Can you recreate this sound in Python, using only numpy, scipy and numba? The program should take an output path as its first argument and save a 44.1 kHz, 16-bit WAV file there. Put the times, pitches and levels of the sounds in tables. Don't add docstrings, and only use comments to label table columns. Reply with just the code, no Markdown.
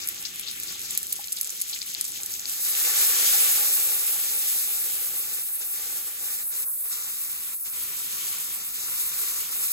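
import sys
import numpy as np
from scipy import signal
from scipy.fft import rfft, irfft
from scipy.io import wavfile
from scipy.ndimage import uniform_filter1d
from numba import njit

SR = 44100
rng = np.random.default_rng(int(sys.argv[2]) if len(sys.argv) > 2 else 0)


def unload_wav(signal):
    wavfile.write(
        sys.argv[1],
        SR,
        np.round(np.clip(np.atleast_2d(signal).T, -1, 1) * 32767).astype(np.int16),
    )


N = 428652
T, HZ = np.arange(N) / SR, np.fft.rfftfreq(N, 1 / SR)


def undb(db):
    return 10 ** (np.asarray(db) / 20)


def follow(points):
    return np.interp(T, *np.transpose(points))


def level(x, db):
    return x * undb(db) / np.sqrt(np.mean(np.mean(x, axis=0) ** 2))


def shape(points):
    hz, db = np.transpose(points)
    return undb(np.interp(np.log(HZ + 1), np.log(hz), db))


def below(hz, order=24):
    return 1 / np.sqrt(1 + (HZ / hz) ** order)


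def walk(rate_hz):
    hold = int(SR / rate_hz)
    steps = np.repeat(rng.standard_normal(N // hold + 1), hold)
    return 1.4 * uniform_filter1d(uniform_filter1d(steps, hold), hold)[:N]


@njit
def ring(n, at, hz, t60, size, glide):
    y = np.zeros(n)
    for k in range(len(at)):
        step = np.exp((2j * np.pi * hz[k] - np.log(1000) / t60[k]) / SR)
        turn = np.exp(2j * np.pi * hz[k] * glide / (t60[k] * SR * SR))
        z = size[k] + 0j
        for i in range(at[k], min(n, at[k] + int(t60[k] * SR))):
            y[i] += z.imag
            z, step = z * step, step * turn
    return y


CANCEL_HZ, CANCEL_WIDTH_HZ = 3080, 480
# pitch_hz, right_lead_turns, likeness (share 0-1), right_minus_left_db
STEREO_PICTURE = [(0, 0, .91, 0), (400, 0, .93, 0), (700, .1, .76, -2), (900, .15, .8, -1),
                  (1200, .2, .62, -1), (1700, .5, .2, -2), (2200, 1.1, .2, -3), (2750, 1.4, .45, -2),
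                  (2950, 1.5, .995, 0), (3350, 1.5, .995, 0), (3500, 1.55, .5, -3), (3800, 1.75, .15, -4),
                  (4400, 2.0, .5, -5), (5000, 2.1, .25, -5), (6000, 2.83, .4, -3.5), (6500, 3.0, .92, 0),
                  (6800, 3.0, .9, 0), (7100, 2.9, .57, 0), (8000, 2.72, .75, 0), (8500, 2.58, .76, 0),
                  (8950, 2.5, .99998, 0), (10250, 2.5, .99998, 0), (10600, 2.42, .81, 0),
                  (11200, 2.3, .84, 0), (11700, 2.2, .55, 0), (11950, 2.0, .9995, 0),
                  (14250, 2.0, .9995, 0), (14600, 1.92, .63, 0), (15500, 1.64, .68, 0),
                  (15800, 1.56, .75, 0)]


def stereo(shared, left, right, loosen=0):
    hz, *columns = np.transpose(STEREO_PICTURE)
    turns, alike, tilt_db = (np.interp(HZ, hz, c) for c in columns)
    near_cancel = np.exp(-((HZ - CANCEL_HZ) / CANCEL_WIDTH_HZ) ** 4)
    alike = np.clip(alike * (1 - loosen * near_cancel), 0, 1)
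    together, alone = np.sqrt(alike), np.sqrt(1 - alike)
    common = together * rfft(shared)
    on_left = common + alone * rfft(left)
    on_right = (common * np.exp(2j * np.pi * turns) + alone * rfft(right)) * undb(tilt_db)
    return np.array([on_left, on_right])


def bursts(share, count=20000, cycles=13.5, scatter_db=4.5, cap_db=6):
    when, pitch, luck, length = rng.random((count, 4)).T
    hz = 300 + 15500 * pitch
    louder_db = np.minimum(-scatter_db * np.log(1 - luck), cap_db)
    size = undb(louder_db) * np.sqrt(hz)
    t60 = cycles * (.5 + 2 * length) / hz
    pops = ring(N, (when * N).astype(np.int64), hz, t60, size, 0.97)
    return np.sqrt(share) * pops / np.std(pops) + np.sqrt(1 - share) * rng.standard_normal(N)


# start_s, steam_hiss_db, fizz_db
SIZZLE_LEVELS = [(0.0, -44, -43), (0.45, -46, -45.5), (0.95, -42, -42), (1.3, -42.5, -46.5),
                 (1.9, -42.5, -42), (2.2, -43.5, -43.5), (2.45, -44, -42), (2.49, -34, -39.5),
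                 (2.63, -34.5, -39.5), (2.65, -30.5, -36), (2.75, -30, -34), (3.03, -24.5, -29),
                 (3.08, -27, -31), (3.34, -23.5, -29), (3.72, -26.5, -35), (4.1, -30, -37),
                 (4.51, -28.5, -37), (4.9, -32.5, -41), (5.5, -34.5, -43), (6.2, -36, -43.5),
                 (6.45, -33, -43.5), (6.9, -31.5, -40), (7.2, -35.5, -45), (7.7, -34.5, -43),
                 (7.95, -35.5, -42), (8.3, -33.5, -39.5), (8.7, -35.5, -42), (9.05, -30.5, -39),
                 (9.35, -34.5, -39.5), (9.72, -30, -41)]
# start_s, bubbling_minus_fizz_db, boil_minus_fizz_db
BIG_BUBBLE_LEVELS = [(0, -16.5, -17.5), (1.2, -21, -20.5), (2.3, -25, -19.5), (2.6, -18, -21),
                     (2.9, -16.5, -17), (3.6, -19.5, -13), (4.5, -22, -16), (5.6, -16, -12),
                     (7.2, -13.5, -15.5), (8.4, -17, -16.5), (9.72, -14.5, -15.5)]
# start_s, coarse_fizz_minus_fizz_db
COARSE_FIZZ_LEVELS = [(0, -5.5), (1.2, -10), (2.3, -13), (2.9, -12.5), (3.6, -9), (4.5, -12), (5.6, -8.5),
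                      (6.5, -13), (7.2, -11), (8.1, -8.5), (8.8, -12), (9.72, -9)]
BAND_EDGES = [250, 1050, 2100, 3700, 7900, 17000]
# start_s, share (0-1)
CRACKLE_SHARE = [(0, 0.31), (2.42, 0.46), (2.5, 0.15), (2.8, 0.12), (3.4, 0.06), (4, 0.05), (6, 0.09),
                 (8, 0.1), (9.72, 0.25)]
# start_s, fullness (full from 1 on)
CANCELLING = [(0, 0), (1.4, 0), (2.5, 0.3), (3.0, 0.4), (3.25, 0), (3.7, 0.9), (4.2, 0.4), (5.28, 0.6),
              (5.36, 1.4), (5.72, 1.2), (5.8, 0.3), (6.2, .6), (6.3, 1.3), (7.35, 1.3), (7.45, .8),
              (7.72, 1.2), (7.8, .2), (8.5, .3), (8.62, 1.4), (9.1, 1.3), (9.18, 0.3), (9.48, .4),
              (9.54, 1.5)]
# pitch_hz, gain_db
SIZZLE_COLOUR = [(200, -13.5), (1200, -16), (2500, -7), (4000, -6), (6000, -2), (7000, -4), (8200, -4.5),
                 (10000, -1.5), (11250, 2.5), (11900, -9.5), (13000, -6), (15600, -5.5)]
# pitch_hz, jar_over_pan_db, jar_away_db
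PAN_RING = [(310, -14, -21), (330, -2.5, -9), (426, -4, -3), (500, 1, -1.5), (626, -8, -14),
            (720, -5, -1.5), (760, -11, -10), (802, 4.5, 1.5), (838, 2.5, -2.5), (880, 0, -9),
            (975, -10.5, 3.5), (1068, -1, 1.5), (1136, 7, 8.5), (1240, 2, 4.5), (1370, 7.5, 8),
            (1680, 3.5, 0.5), (1930, 10.5, 9), (1820, 1.5, 0.5)]
# start_s, end_s
JAR_LEAVES = (6.3, 6.7)
CANCEL_WAVER = 0.25
BOIL_FLICKER_DB, BOIL_FLICKER_HZ = 1.05, 34.88


def pan_ring(both):
    away = np.interp(T, JAR_LEAVES, (0, 1))
    pan = np.array(PAN_RING)
    with_jar = irfft(both * shape(pan[:, :2]), N)
    without_jar = irfft(both * shape(pan[:, ::2]), N)
    return (1 - away) * with_jar + away * without_jar


def sizzle():
    s, hiss_db, fizz_db = np.transpose(SIZZLE_LEVELS)
    hiss_db, fizz_db = np.interp(T, s, hiss_db), np.interp(T, s, fizz_db)
    s, bubbling_db, boil_db = np.transpose(BIG_BUBBLE_LEVELS)
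    boil_db = fizz_db + np.interp(T, s, boil_db)
    bubbling_db = fizz_db + np.interp(T, s, bubbling_db)
    coarse_db = fizz_db + follow(COARSE_FIZZ_LEVELS)
    band_levels = [boil_db, bubbling_db, coarse_db, fizz_db, hiss_db]

    share = follow(CRACKLE_SHARE)
    sources = bursts(share), bursts(share), bursts(share)
    cancel = np.clip(follow(CANCELLING) + CANCEL_WAVER * walk(12), 0, 1)
    cancelling = irfft(stereo(*sources), N)
    unrelated = irfft(stereo(*sources, loosen=1.0), N)
    both = rfft(cancel * cancelling + (1 - cancel) * unrelated) * shape(SIZZLE_COLOUR)
    both = rfft(pan_ring(both))

    out = 0
    surge_db = share * 2.9 * walk(50)
    for lo, hi, db in zip(BAND_EDGES, BAND_EDGES[1:], band_levels):
        lower_cut = np.sqrt(1 - below(lo, order=min(48, max(8, lo // 160))) ** 2)
        band = below(hi, order=min(48, hi // 160)) * lower_cut
        flicker_db = share * 4 * walk(45) + BOIL_FLICKER_DB * walk(BOIL_FLICKER_HZ)
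        out = out + level(irfft(both * band, N), 0) * undb(db + surge_db + flicker_db)
    return out


SMALL_COUNT, SMALL_UNTIL_S = 220, 2.5
SMALL_TOP_DB, SMALL_RANGE_DB, SMALL_SIDE_DB = -28, 6, 10
SMALL_LOW_HZ, SMALL_HIGH_HZ = 2620, 14800


def small_spits():
    when, size, pitch, place = rng.random((SMALL_COUNT, 4)).T
    hz = SMALL_LOW_HZ + (SMALL_HIGH_HZ - SMALL_LOW_HZ) * pitch ** 0.8
    db = SMALL_TOP_DB - SMALL_RANGE_DB * size
    side_db = SMALL_SIDE_DB * (1 - 2 * place)
    return np.transpose([when * SMALL_UNTIL_S, db, hz, side_db])


# start_s, ring_level_db, pitch_hz (start of the glide),
# left_minus_right_db (before it is narrowed where the sides are alike)
LOUD_SPITS = [(0.075, -12, 10300, 1), (0.0877, -6.5, 11800, 1), (0.1457, -19, 10600, -3),
              (0.1601, -21, 8900, 0), (0.2036, -28, 8700, -4), (0.2259, -18, 9500, 0),
              (0.257, -21, 5000, 7), (0.2606, -21, 5600, 8), (0.2668, -26, 6300, 5),
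              (0.3591, -19, 10800, 0), (0.3963, -12.5, 10500, 4), (0.4113, -18, 8900, -3),
              (0.4687, -21, 3500, 6), (0.5136, -17, 9650, -2), (0.5741, -22, 7400, 1),
              (0.6001, -13, 11000, 0), (0.6271, -21, 8300, 1), (0.6343, -13.5, 9700, 1),
              (0.6394, -23, 10300, 1), (0.6751, -22, 8200, 0), (0.6879, -23, 4900, 3),
              (0.7243, -18, 10400, 0), (0.7943, -18, 9500, -2), (0.8054, -18, 10600, 1),
              (0.8163, -18, 9500, 1), (0.8492, -24, 8900, -1), (0.8644, -23, 9400, -1),
              (0.9024, -25, 7600, 3), (0.9083, -11, 9200, 3), (0.9151, -22, 12900, 3),
              (0.951, -14, 10900, 6), (0.9759, -4, 10400, 0.5), (0.9789, -19, 9600, 2),
              (1.0305, -12, 9900, 0), (1.0688, -14, 10000, -1), (1.0895, -23, 10200, 2),
              (1.0977, -21, 11300, 0), (1.1249, -12.5, 8300, -8), (1.128, -6, 11700, -1),
              (1.1316, -32, 4600, -3), (1.1571, -18, 9600, 0), (1.1639, -16, 9000, 0),
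              (1.2431, -18.5, 5370, 3), (1.2697, -27, 8900, 0), (1.2735, -17, 10100, 0),
              (1.2835, -19, 4180, -3), (1.2837, -32, 5900, -1), (1.3195, -23, 9200, -1),
              (1.3228, -11.5, 9100, 3), (1.3274, -9, 9600, 0), (1.3654, -18, 9800, 0),
              (1.3683, -20, 8400, 0), (1.3713, -16.5, 4700, -2), (1.3875, -17, 10800, 1),
              (1.4124, -5.5, 11600, -4), (1.4316, -14, 9100, 3), (1.446, -14, 7500, -3),
              (1.4515, -18, 7400, 1), (1.467, -21, 8800, -1), (1.4735, -14, 9700, 2),
              (1.4946, -15, 6400, -4), (1.5043, -15, 11300, 1), (1.552, -22, 10200, 1),
              (1.5579, -25, 8800, -1), (1.5698, -22, 10100, 0), (1.5759, -20, 9100, 3),
              (1.5966, -22, 9800, -1), (1.6029, -15, 8800, 4), (1.6151, -8.5, 10300, -2),
              (1.6195, -9.5, 9400, 9), (1.6903, -18, 8600, -1), (1.6966, -17, 9000, -1),
              (1.713, -21, 7700, 1), (1.7329, -16, 4180, 2), (1.7596, -22, 7900, -1),
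              (1.7624, -20, 2800, 6), (1.7895, -16, 8300, -1), (1.8181, -14.5, 4500, 7),
              (1.8266, -21, 2300, 3), (1.8285, -17, 7900, 2), (1.8646, -22, 9600, 9),
              (1.8853, -21, 8500, 0), (1.9012, -19, 7300, 1), (1.9365, -21, 9800, 1),
              (1.9426, -13, 10500, 1), (1.9491, -13, 4160, 8), (1.9843, -20, 11800, 0),
              (2.0117, -7, 9000, 5.5), (2.0429, -13, 10200, -1), (2.0516, -13, 8200, -5),
              (2.0641, -21, 10400, 0), (2.0804, -21, 9200, 7), (2.1051, -22, 8500, 0),
              (2.1163, -21, 7900, 0), (2.1199, -16, 8500, 3), (2.175, -18, 10500, 4), (2.204, -22, 2400, 2),
              (2.2339, -13, 7500, 2), (2.2613, -11.5, 10300, 0), (2.2709, -24, 8000, -1),
              (2.3088, -25, 8400, 1), (2.3206, -20, 8300, 0), (2.3394, -13, 6230, 1),
              (2.3803, -24, 6100, 0), (2.3955, -14.5, 6650, 1), (2.4358, -22, 10800, 1),
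              (2.4563, -14.5, 4600, 9), (2.4966, -12.5, 8350, 0), (2.5522, -23, 11400, 0),
              (2.7513, -12, 2830, 0), (5.721, -27, 9500, -4), (6.3135, -19, 10600, -2),
              (6.6003, -17, 9600, 0), (6.6213, -16, 11000, 0), (7.3617, -21, 10600, -2),
              (7.4005, -24, 11500, -3), (7.5124, -27, 10800, -3), (7.8139, -19, 10200, -1),
              (7.9883, -22, 10400, -2), (8.3854, -16, 8400, -2), (8.4673, -24, 9700, 0),
              (8.5417, -17, 10400, -2), (8.8889, -26, 10600, -5), (9.2744, -28, 7850, -3),
              (9.2751, -21, 4330, 7)]
# pitch_hz, gain_db
SPIT_TONE = [(2000, 0), (6000, -1), (9000, 2), (11200, 3.5), (12100, -3.5), (15000, 0.5)]
SPRAY_S, SPRAY_DOUBLES_DB = 0.02, 14


def spits(ring_cycles=16., spray_db=-13., spread=1.4, snap_cycles=3.5, snap_db=11., snap_slope=.7, own_db=-5):
    s, db, hz, side_db = np.vstack([LOUD_SPITS, small_spits()]).T
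    at = (s * SR).astype(np.int64)
    spray_t60 = np.clip(SPRAY_S * 2 ** ((db + 27) / SPRAY_DOUBLES_DB), .003, .06)
    size = undb(db + np.outer([.5, -.5], side_db))
    snap_gain = undb(snap_db + snap_slope * db)
    parts = []
    for gain in size:
        rings = ring(N, at, hz, ring_cycles / hz, gain, 0.22)
        snaps = ring(N, at, hz, snap_cycles / hz, snap_gain * gain, 0.)
        parts.append(rings + snaps)
    parts = np.array(parts)

    for i, f, decay, gain in zip(at, hz, spray_t60, size.T):
        t = T[:min(int(decay * SR), N - i)]
        noise = rng.standard_normal((3, 2700))[:, :len(t)]
        own = min(np.mean(gain) / undb(own_db), 1)
        spray = np.sqrt(1 - own) * noise[0] + np.sqrt(own) * noise[1:]
        spray = spray * undb(spray_db - 60 * t / decay)
        band = signal.butter(2, [f / spread, min(f * spread, .45 * SR)], "bandpass", fs=SR)
        parts[:, i:i + len(t)] += gain[:, None] * signal.lfilter(*band, spray)

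    stereo_hz, turns, alike = np.transpose(STEREO_PICTURE)[:3]
    apart = np.clip(.12 + 3 * np.sqrt(1 - np.interp(HZ, stereo_hz, alike)), 0, 1)
    parts = rfft(parts)
    middle = parts.mean(axis=0)
    parts = middle + apart * (parts - middle)
    lead = np.exp(2j * np.pi * np.outer([0, 1], np.interp(HZ, stereo_hz, turns)))
    return irfft(parts * lead * shape(SPIT_TONE) * (1 - below(2100, order=4)), N)


# start_s, length_s, centre_hz, rms_db (about), left_minus_right_db
PASTE_SPUTTERS = [(0.017, 0.039, 5500, -39.5, 10), (0.071, .012, 11200, -33, 3.5),
                  (0.248, 0.034, 4930, -36, 10), (0.423, 0.069, 3380, -45, 10),
                  (0.464, 0.082, 4160, -39, 8), (0.567, 0.048, 2600, -49, 11),
                  (0.678, 0.035, 4420, -41, 10), (0.745, 0.024, 3640, -46, 10),
                  (0.844, 0.032, 5500, -42, 11), (1.32, 0.017, 9500, -37, -2),
                  (1.368, 0.028, 4180, -37, -1), (1.498, .02, 6640, -36, 3), (1.688, 0.016, 6500, -39, -2),
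                  (1.727, 0.034, 4100, -36.5, 3), (1.756, 0.032, 2800, -43, -2),
                  (1.81, 0.035, 4400, -39.5, 6)]


def sputters(spread=1.22, rise=0.14):
    out = np.zeros((2, N))
    for s, length, hz, db, side_db in PASTE_SPUTTERS:
        i, n = int(s * SR), int(length * SR)
        jumps = np.repeat(1.2 + rng.exponential(size=100), 40)
        grit = rng.standard_normal((2, 4000)) * jumps
        band = signal.butter(2, [hz / spread, hz * spread], "bandpass", fs=SR)
        hiss = signal.lfilter(*band, grit)[:, :n]
        swell = np.interp(np.arange(n) / n, (0, rise, 1), (0, 1.7, 0))
        sides = undb(db + np.array([[side_db], [-side_db]]) / 2)
        out[:, i:i + n] += hiss / np.std(hiss) * swell * sides
    return out


# start_s, level_db (before the attack is softened)
JAR_TAPS = [(1.192, -33.5)]
# pitch_hz, level_db (added to the tap), t60_s (before the hand mutes it)
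JAR_TONES = [(816, 1.5, 0.17), (960, -4, 0.055), (1400, -16, 0.1)]
JAR_FREE_S, JAR_GRIP_DB, JAR_GRIP_S = 0.0077, -11, 0.0044


def taps():
    s, db = np.transpose(JAR_TAPS)
    at, one = (s * SR).astype(np.int64), np.ones(len(s))
    rings = sum(ring(N, at, hz * one, t60 * one, undb(db + tone_db), 0.) for hz, tone_db, t60 in JAR_TONES)
    grip = sum(np.clip((T - start - JAR_FREE_S) / JAR_GRIP_S, 0, 1) for start in s)
    rings = rings * undb(JAR_GRIP_DB * grip)
    rings = signal.lfilter(*signal.butter(2, 620, "highpass", fs=SR), rings)
    return uniform_filter1d(rings, int(.0008 * SR))


# pitch_hz, rms_db
FAN_HUM = [(86.1, -76.5), (172.3, -77.5)]
# pitch_hz, level_db (per Hz)
DRAUGHT_COLOUR = [(15, -41), (30, -10), (82, 1.5), (125, -8.5), (172, 1.5), (216, -3.5), (382, -1.5),
                  (460, -11.5), (525, -15), (600, -31), (780, -46), (1320, -120)]
# start_s, rms_db
DRAUGHT_LEVELS = [(0.0, -59), (1.0, -57.5), (1.4, -68), (2.0, -60), (3.4, -63), (3.8, -66.5), (5.2, -63),
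                  (5.6, -68), (5.9, -64), (7.5, -66), (7.85, -60), (9.72, -63)]


def fan():
    air = irfft(stereo(*rng.standard_normal((3, N))) * shape(DRAUGHT_COLOUR), N)
    hum = 0
    for hz, db in FAN_HUM:
        loudness = np.sqrt(2) * undb(db + 1.4 * walk(6))
        pitch = hz * (1 + 0.002 * walk(2.94))
        hum = hum + loudness * np.sin(2 * np.pi * np.cumsum(pitch) / SR)
    return level(air, 0) * undb(follow(DRAUGHT_LEVELS)) + hum


def scene():
    return sizzle() + spits() + sputters() + taps() + fan()


# start_s, end_s, depth_db (before the band shares)
LEVEL_DIPS = [(5.43, 5.61, -5.5), (5.633, 5.73, -5), (6.028, 6.165, -1.5), (6.435, 6.516, -7),
              (6.645, 6.844, -12), (6.84, 6.91, -6.5), (7.545, 7.65, -12), (7.683, 7.729, -7),
              (8.634, 8.736, -2)]
# from_hz, to_hz, share_of_depth
DIP_SHARES = [(67, 300, 0.75), (300, 750, 1.1), (750, 1700, 0.8), (1700, 4600, 1.05), (4600, 6500, 0.95),
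              (6500, 7900, 0.9)]
DIP_UNEVEN, TOP_HZ = 0.24, 15780


def record(dry):
    dip_db = sum(db * ((T > start) & (T < end)) for start, end, db in LEVEL_DIPS)
    dip_db = uniform_filter1d(1. * dip_db, int(0.02 * SR))
    wet, spectrum = dry, rfft(dry)
    for lo, hi, depth in DIP_SHARES:
        band = irfft(spectrum * (below(hi, order=40) - below(lo, order=40)), N)
        gain = undb(dip_db * (depth + DIP_UNEVEN * walk(20)))
        wet = wet + (gain - 1) * band
    return signal.sosfilt(signal.ellip(10, .2, 70, TOP_HZ, fs=SR, output="sos"), wet)


dry = scene()
out = record(dry)
unload_wav(out)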